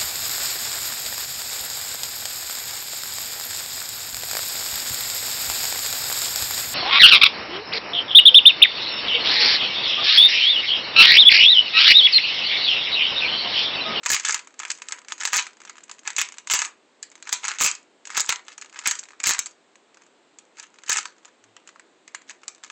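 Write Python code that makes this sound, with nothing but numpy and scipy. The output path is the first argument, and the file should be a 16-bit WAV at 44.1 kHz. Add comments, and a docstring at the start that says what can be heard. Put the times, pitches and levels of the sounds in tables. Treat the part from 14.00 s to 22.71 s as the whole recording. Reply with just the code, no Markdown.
"""A plastic twisty puzzle is turned fast by hand over a desk, in a small quiet room.
Bursts of clacks and rattling turns open at once and return until about 5.5 s, with faint grip ticks between.
Then it thins out: one more burst near 6.9 s, a brief faint hum near 7.5 s, light knocks to the end.
Knocks are shaped noise plus shell modes; turns are cascades of ringing ticks over a rub.
The narrow-band microphone is close, and the hardest turns overload it into crackle."""
import sys
import numpy as np
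from scipy import signal
from scipy.fft import rfft, irfft
from scipy.io import wavfile
from scipy.ndimage import uniform_filter1d

SR = 44100
rng = np.random.default_rng(int(sys.argv[2]) if len(sys.argv) > 2 else 0)


def wav_out(sig):
    """Save sig, one row per channel (or a flat mono array), as 16-bit PCM at SR to the path in sys.argv[1]."""
    wavfile.write(sys.argv[1], SR, np.round(np.clip(np.atleast_2d(sig).T, -1, 1) * 32767).astype(np.int16))


N = 384111

# steady room noise spectrum: (frequency [Hz], relative density [dB per Hz])
AIR_SPECTRUM = [(25, -43.5), (60, -32), (130, -22.5), (190, -11.5), (245, -6.5), (340, -3), (480, -5.5),
                (800, -9), (1300, -12), (4000, -17), (5600, -24.5), (7600, -18), (8600, -27.5),
                (9400, -68.5)]
AIR_RMS_DB = -59
# decay of the diffuse room tail: (frequency [Hz], t60 [s])
ROOM_DECAY = [(800, 0.2761), (3500, 0.23), (7500, 0.1841)]
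# starting colour of that tail: (frequency [Hz], relative level [dB])
ROOM_TONE = [(500, 1), (1200, 1), (3500, 1), (6500, -0.91)]
# early echoes from near surfaces: (delay [s], level [dB])
NEAR_ECHOES = [(.0023, -7.5), (.0047, -9), (.011, -17), (0.0392, -46)]
# microphone response after its overloaded input: (frequency [Hz], gain [dB])
MIC_RESPONSE = [(20, -3), (100, -1.5), (700, -1), (8200, -2.5), (15500, -1.5)]
BAND_HZ, EDGE_HZ = 8800, 16000  # band limit before the crackle joins, and the final one
# lasting modes of the whole puzzle: (frequency [Hz], level [dB], t60 [s])
BODY_MODES = [(985, -54, 0.23), (1080, -55, 0.041), (1830, -68, 0.017), (2640, -60.5, 0.012)]
# fingers shift their grip and loose pieces tick: (start [s], end [s], relative level [dB])
GRIP_CHANGES = [(.4, .56, -45), (.74, 1.2, -43), (1.5, 2.05, -43.5), (2.25, 2.4, -43), (3.1, 3.25, -47),
                (4.45, 4.85, -40), (5.03, 5.14, -43), (5.93, 6.08, -52), (6.55, 6.66, -42),
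                (6.74, 6.87, -47), (7.05, 7.3, -49), (8.4, 8.7, -49)]
GRIP_SPREAD_DB, GRIP_DB_PER_OCTAVE = 3.5, -3
# colour of the knocks and turns, including the recorder's band limit:
# (frequency [Hz], relative level [dB])
CONTACT_TONE = [(100, -43.5), (400, -21), (650, -17.5), (950, -4), (1600, 1), (2500, 0.5), (3500, -2.5),
                (5600, -2), (6600, 6.5), (7700, 3.5), (8300, -7), (8800, -23), (9500, -49), (11000, -57)]
# a layer slides or is flicked round:
# (start [s], length [s], relative level [dB], brightness [dB per octave])
LAYER_TURNS = [ (0.053, 0.0092, -28, -1.5), (0.096, 0.06, -13.5, 0.5), (0.248, 0.11, -23, -1),
               (0.587, 0.079, -44, -4.5), (0.696, 0.011, -29.5, -2.5), (0.881, 0.052, -38.5, -4),
               (1.094, 0.028, -40.5, -4), (1.2, 0.09, -28.5, -1.5), (1.339, 0.051, -16.5, -1.5),
               (1.674, 0.017, -42.5, -4.5), (2.051, 0.045, -35.5, -5), (2.182, 0.023, -16, 0),
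               (2.51, 0.035, -14.5, 2), (2.588, .07, -31.5, 1.5), (3.262, .06, -41.5, -3),
               (3.43, 0.12, -29.5, -3), (3.607, 0.055, -8.5, 1.5), (4.088, 0.053, -39, -2.5),
               (4.167, 0.035, -17.5, 0), (4.286, 0.036, -23.5, 0), (4.462, 0.062, -46.5, -1.5),
               (4.737, 0.11, -45, -3.5), (4.857, 0.031, -20, -1.5), (5.202, 0.0072, -43.5, -4.5),
               (5.253, 0.046, -14, 3), (6.57, 0.072, -44.5, -2.5), (6.883, 0.11, -23, 0.5),
               (7.253, 0.02, -44.5, -2), (7.672, 0.015, -51, -3), (8.289, 0.015, -36.5, -1.5)]
# every turn: a soft lead-in that grows, the clatter at full speed, then a quick run-out
LEAD_S, LEAD_DB, LEAD_GROWTH_DB_PER_S = 0.021, -12.5, 253.5
SAG_DB, RUN_OUT_S, RUN_OUT_DB_PER_S = -2, 0.035, 800.5
# knocks that stand out, one piece on another:
# (time [s], relative level [dB], brightness [dB per octave])
PIECE_KNOCKS = [ (.0353, -31, -1.5), (.061, -8.5, -1), (.0665, -19, -2), (.0926, -16, 7.5), (.1025, -7, 2),
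                (.1167, -1, 7.5), (.1445, -7, -2.5), (.199, -20, 0.5), (.251, -11, 4), (.286, -12, 2.5),
                (.3234, -15, 10), (.3443, -10, 0), (.3927, -27, -2.5), (.4729, -34, -4), (.5924, -23.5, 4),
                (.6001, -21.5, -4.5), (.6331, -25.5, -6), (.6512, -21, -4.5), (.681, -34, 1),
                (.703, -14.5, 3), (.716, -17.5, 5), (.8198, -25, 1), (.8861, -23, 3.5),
                (.9227, -16.5, -1.5), (1.0846, -28, 1.5), (1.1217, -17, -1.5), (1.2119, -32, -7),
                (1.2528, -7, 1), (1.2745, -18, 3), (1.3318, -6.5, -2), (1.3451, -10.5, 3), (1.368, -3.5, 4),
                (1.3787, -10.5, 2), (1.4675, -26.5, -2.5), (1.617, -36.5, -3), (1.6508, -33, -2),
                (1.6962, -28.5, -3.5), (1.782, -35, -2.5), (1.837, -35, 4), (1.896, -31, -4.5),
                (1.9138, -26.5, 1), (1.992, -36.5, 3.5), (2.0757, -14.5, -1), (2.1035, -22.5, -1.5),
                (2.1646, -14.5, 5), (2.2148, -6.5, -0.5), (2.3222, -31, 0), (2.3834, -26.5, -1),
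                (2.4731, -22.5, 0), (2.4997, -14.5, -0.5), (2.5194, -11, 0.5), (2.5365, 6, 1.5),
                (2.5908, -10.5, 0.5), (2.6186, -10.5, -3.5), (2.6497, -20, 0), (3.0283, -22, 5),
                (3.1163, -39.5, 1), (3.1546, -35.5, -1), (3.2256, -30, 1), (3.2734, -28.5, -3.5),
                (3.2926, -21.5, 0), (3.3271, -1.5, 2.5), (3.4512, -17, 1.5), (3.4818, -13.5, 1),
                (3.5157, -19.5, -3), (3.6108, -2.5, -13), (3.6182, 2.5, 5.5), (3.6429, 6.5, 6.5),
                (3.7512, -27, 4), (4.0536, -29.5, 2), (4.0718, -27, 0), (4.1029, -25, -3),
                (4.1565, -25.5, -4.5), (4.1753, -8.5, -4), (4.2047, -4.5, 6.5), (4.2925, -2, 0.5),
                (4.3244, -13.5, -2), (4.4826, -29.5, -4), (4.5795, -29, 4.5), (4.6139, -28.5, 3.5),
                (4.7599, -31, -8), (4.7901, -22.5, 0), (4.8579, -18.5, -3), (4.8735, 1.5, 3),
                (4.9114, -7.5, 2), (4.9926, -20.5, 10), (5.0366, -33, 2.5), (5.1064, -38.5, -5),
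                (5.1335, -40, -5.5), (5.2015, -23, -0.5), (5.239, -9, 1.5), (5.2702, 5.5, 3.5),
                (5.2924, 0, -0.5), (5.3089, -4.5, 0.5), (5.3472, -20, 0), (5.3909, -6, 1.5),
                (5.4594, -22.5, 2.5), (5.756, -42, -2.5), (5.9717, -42, -5), (6.02, -44, -5),
                (6.3868, -33.5, 2), (6.5979, -27, 0), (6.628, -35.5, 8), (6.8358, -34.5, -3),
                (6.8958, -5.5, 0), (6.9167, -13, -0.5), (6.9292, -9.5, 3.5), (6.9706, -10, 2),
                (6.9848, -17, 0.5), (7.0549, -22.5, -3), (7.2488, -39.5, -5), (7.44, -43, -1.5),
                (7.566, -35, -5), (7.6746, -36, 0), (7.6905, -36.5, -3.5), (7.7595, -39.5, -12.5),
                (7.796, -36, -4.5), (8.0783, -34, -1.5), (8.1479, -21.5, -1), (8.2963, -33.5, 4),
                (8.3097, -33, -2), (8.4336, -37.5, -6), (8.4808, -20, 1), (8.6372, -28.5, -1.5),
                (8.646, -33, -3), (8.7004, -28, -1.5)]
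# short modes of a hollow piece, before each piece's own variation:
# (frequency [Hz], relative level [dB])
SHELL_MODES = [(1180, -10.5), (1700, -2.5), (2380, 2), (2900, -6), (3850, -4), (4700, 2), (6200, -1.5),
               (6950, -1.5), (7550, 2.5)]
# a piece grazes its neighbour just before it lands (rise time constant), then its shell rings
GRAZE_S, RING_T60_S = .003, .013


def amp(db):
    """Decibels to gain."""
    return 10 ** (np.asarray(db) / 20)


def unit(x):
    """Scales to energy 1."""
    return x / np.sqrt(np.sum(x ** 2) + 1e-20)


def read(points, hz):
    """Reads a table on a log-frequency axis."""
    f, value = np.transpose(points)
    return np.interp(np.log(hz + 1), np.log(f + 1), value)


def add(mix, s, sound):
    """Mixes a sound in at time s."""
    part = mix[max(round(s * SR), 0):][:len(sound)]
    part += sound[:len(part)]


def causal(points, size=4096):
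    """Minimum-phase impulse response of a spectrum."""
    log_gain = np.log(amp(read(points, abs(np.fft.fftfreq(size, 1 / SR)))))
    return np.fft.ifft(np.exp(np.conj(signal.hilbert(log_gain)))).real[:size // 2]


def low_pass(x, hz, size=255):
    """Steep band limit."""
    taps = signal.firwin(size, hz, window="blackmanharris", fs=SR)
    return signal.oaconvolve(x, taps, "same")


def tilt(db_per_octave, size):
    """Gain for each frequency, pivoting at 3500 Hz: harder contacts are brighter."""
    hz = np.clip(np.fft.rfftfreq(size, 1 / SR), 1200, 8000)
    return amp(db_per_octave * np.log2(hz / 3500))


def air():
    """The low, even rush of the room with a little hiss: noise shaped by a fixed spectrum."""
    gain = amp(read(AIR_SPECTRUM, np.fft.rfftfreq(N, 1 / SR)))
    noise = irfft(rfft(rng.standard_normal(N)) * gain, N)
    return amp(AIR_RMS_DB) * np.sqrt(N) * unit(noise)


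def hum(width_s=0.067, peak_db=-67):
    """A faint low hum swells once and fades: a sine under a bell-shaped envelope."""
    t, hz = np.arange(N) / SR - 7.49, 110
    return amp(peak_db) * np.exp(-(t / width_s) ** 2) * np.sin(2 * np.pi * hz * t)


def room(x, wet_db=-12.5, build_s=0.0041, count=3):
    """Echoes of the desk and walls, then several diffuse noise tails that slowly fade in and out in turn."""
    near = np.zeros(SR // 10)
    for delay, db in NEAR_ECHOES:
        add(near, delay, amp([db]))
    out = signal.oaconvolve(x, near)[:N]
    for k in range(count):
        hz, t, grid = signal.stft(rng.standard_normal(SR // 2), SR, nperseg=256)
        decay_db = -60 * t / read(ROOM_DECAY, hz)[:, None]
        grid = grid * amp(read(ROOM_TONE, hz)[:, None] + decay_db)
        tail = signal.istft(grid, SR, nperseg=256)[1]
        build_up = 1 - np.exp(-np.arange(len(tail)) / SR / build_s)
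        tail = unit(tail * build_up)
        # each tail's send fades in and out, staggered against the others
        share = np.sqrt(2 / count) * np.cos(np.pi * (np.arange(N) / SR + k / count))
        out = out + amp(wet_db) * signal.oaconvolve(x * share, tail)[:N]
    return out


def body(x, size=8192):
    """Every contact also rings the whole puzzle a little, through a few decaying modes."""
    t = np.arange(size) / SR
    ring = sum(amp(db - 60 * t / t60) * np.cos(2 * np.pi * hz * t) for hz, db, t60 in BODY_MODES)
    return x + signal.oaconvolve(x, ring)[:N]


def grip_ticks(count=96):
    """Faint knocks scattered over the changes of grip, listed like PIECE_KNOCKS."""
    start, end, db = np.transpose(GRIP_CHANGES)
    # lay the grip changes end to end, scatter the ticks, then map them back to scene time
    elapsed = np.cumsum(end - start)
    moments = elapsed[-1] * (np.arange(count) + rng.random(count)) / count
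    grip = np.searchsorted(elapsed, moments)
    times = end[grip] - elapsed[grip] + moments
    levels = db[grip] + GRIP_SPREAD_DB * rng.standard_normal(count)
    return [(s, level, GRIP_DB_PER_OCTAVE) for s, level in zip(times, levels)]


def turn_shape(length):
    """Gain through one turn: lead-in, a slightly sagging hold, run-out."""
    t = np.arange(-LEAD_S, length + RUN_OUT_S, 1 / SR)
    hold = SAG_DB * (t / length - .5) - RUN_OUT_DB_PER_S * np.maximum(t - length, 0)
    return amp(np.where(t < 0, LEAD_DB + LEAD_GROWTH_DB_PER_S * t, hold))


def rattle(level_db=-3.0, ticks_per_s=330, spread_db=4, tick_s=0.00097, rub_db=-19, ring_db=-3,
           low_hz=1250, high_hz=7500, size=384):
    """Edges catch in a quick cascade of ticks over a faint rub; each catch rings a different piece."""
    is_catch = rng.random(N) < ticks_per_s / SR
    catches = is_catch * amp(spread_db * np.minimum(rng.exponential(1, N), 3))
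    force = np.convolve(catches, np.exp(-np.arange(size) / SR / tick_s))[:N]
    # the ring jumps to a new random pitch at every catch
    piece_hz = low_hz * (high_hz / low_hz) ** rng.random(N)[np.cumsum(catches > 0)]
    ring = amp(ring_db) * np.sin(2 * np.pi * np.cumsum(piece_hz) / SR)
    ticks = (force + amp(rub_db)) * rng.standard_normal(N) + force * ring
    out = np.zeros(N)
    for start, length, db, bright in LAYER_TURNS:
        shape = turn_shape(length)
        first = max(round((start - LEAD_S) * SR), 0)
        stroke = unit(shape * ticks[first:][:len(shape)])
        stroke = irfft(rfft(stroke) * tilt(bright, len(stroke)), len(stroke))
        add(out, start - LEAD_S, amp(level_db + db) * np.linalg.norm(shape) * stroke)
    return signal.oaconvolve(out, unit(causal(CONTACT_TONE)))[:N]


def knocks(hits, level_db=18, contact_s=0.00076, contact_spread=0.15, chatter_s=0.0054, chatter_db=-15,
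           graze_db=-24, ring_db=-5, mode_spread_db=7, detune=.07, settle_s=.07, settle_db=-21, size=2048):
    """Each knock is a graze, a rough contact, a chatter of loose pieces and the ring of one hollow shell."""
    t = (np.arange(size) - size // 4) / SR  # 0 is the moment of landing
    graze = amp(graze_db) * np.exp(-abs(t) / GRAZE_S)
    chatter = amp(chatter_db) * np.exp(-abs(t) / chatter_s)
    ring_decay = (t >= 0) * amp(-60 * abs(t) / RING_T60_S)
    tone = rfft(causal(CONTACT_TONE)[:size])
    mode_hz, mode_db = np.transpose(SHELL_MODES)
    grits = rng.standard_normal((len(hits), size))
    waits = rng.random(len(hits))
    pieces = rng.standard_normal((len(hits), 2, len(SHELL_MODES)))  # no two pieces ring quite alike
    out = np.zeros(N)
    for (s, db, bright), grit, wait, (strength, mistuning) in zip(hits, grits, waits, pieces):
        colour = tilt(bright, size) * tone
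        lasts = contact_s * np.exp(-contact_spread * np.tanh(bright / 2))  # bright knocks are hard and short
        envelope = np.where(t < 0, graze, np.exp(-abs(t) / lasts) + chatter)
        contact = unit(irfft(rfft(grit * envelope) * colour))
        waves = np.sin(2 * np.pi * np.outer(mode_hz * (1 + detune * mistuning), t))
        modes = amp(mode_db + mode_spread_db * strength) @ waves
        ring = unit(irfft(rfft(modes * ring_decay) * colour))
        add(out, s + t[0], amp(db + level_db) * unit(contact + amp(ring_db) * ring))
        # the piece settles a moment later
        add(out, s + wait * settle_s, amp(db + level_db + settle_db) * contact)
    return out


def scene():
    """The knocks radiate with one grain toward the microphone and with another into the room."""
    sliding = rattle()
    hits = list(PIECE_KNOCKS) + grip_ticks()
    direct = body(knocks(hits) + sliding)
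    outward = body(knocks(hits) + sliding)
    return (direct + room(outward) + air() + hum())[None]


def record(dry, limit_db=-18.0, squeeze=0.84, overload_db=-16, knee_db=5, crackle_db=-29,
           ceiling_db=-5, size=280):
    """A fast limiter holds loud clatter down; a sustained overload breaks into broadband crackle."""
    power_db = 10 * np.log10(abs(uniform_filter1d(dry[0] ** 2, size)) + 1e-12)
    cut_db = squeeze * uniform_filter1d(np.maximum(power_db - limit_db, 0), size)
    ceiling = amp(ceiling_db)
    held = np.clip(dry[0] * amp(-cut_db), -ceiling, ceiling)
    overload = uniform_filter1d(np.clip((power_db - overload_db) / knee_db, 0, 1), size)
    crests = abs(held) / amp(limit_db)  # the crackle sits on the crests of the wave
    crackle = amp(crackle_db) * overload * crests * rng.standard_normal(N)
    coloured = signal.oaconvolve(low_pass(held, BAND_HZ) + crackle, causal(MIC_RESPONSE))[:N]
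    return low_pass(coloured, EDGE_HZ)[None]


dry = scene()
out = record(dry)
wav_out(out)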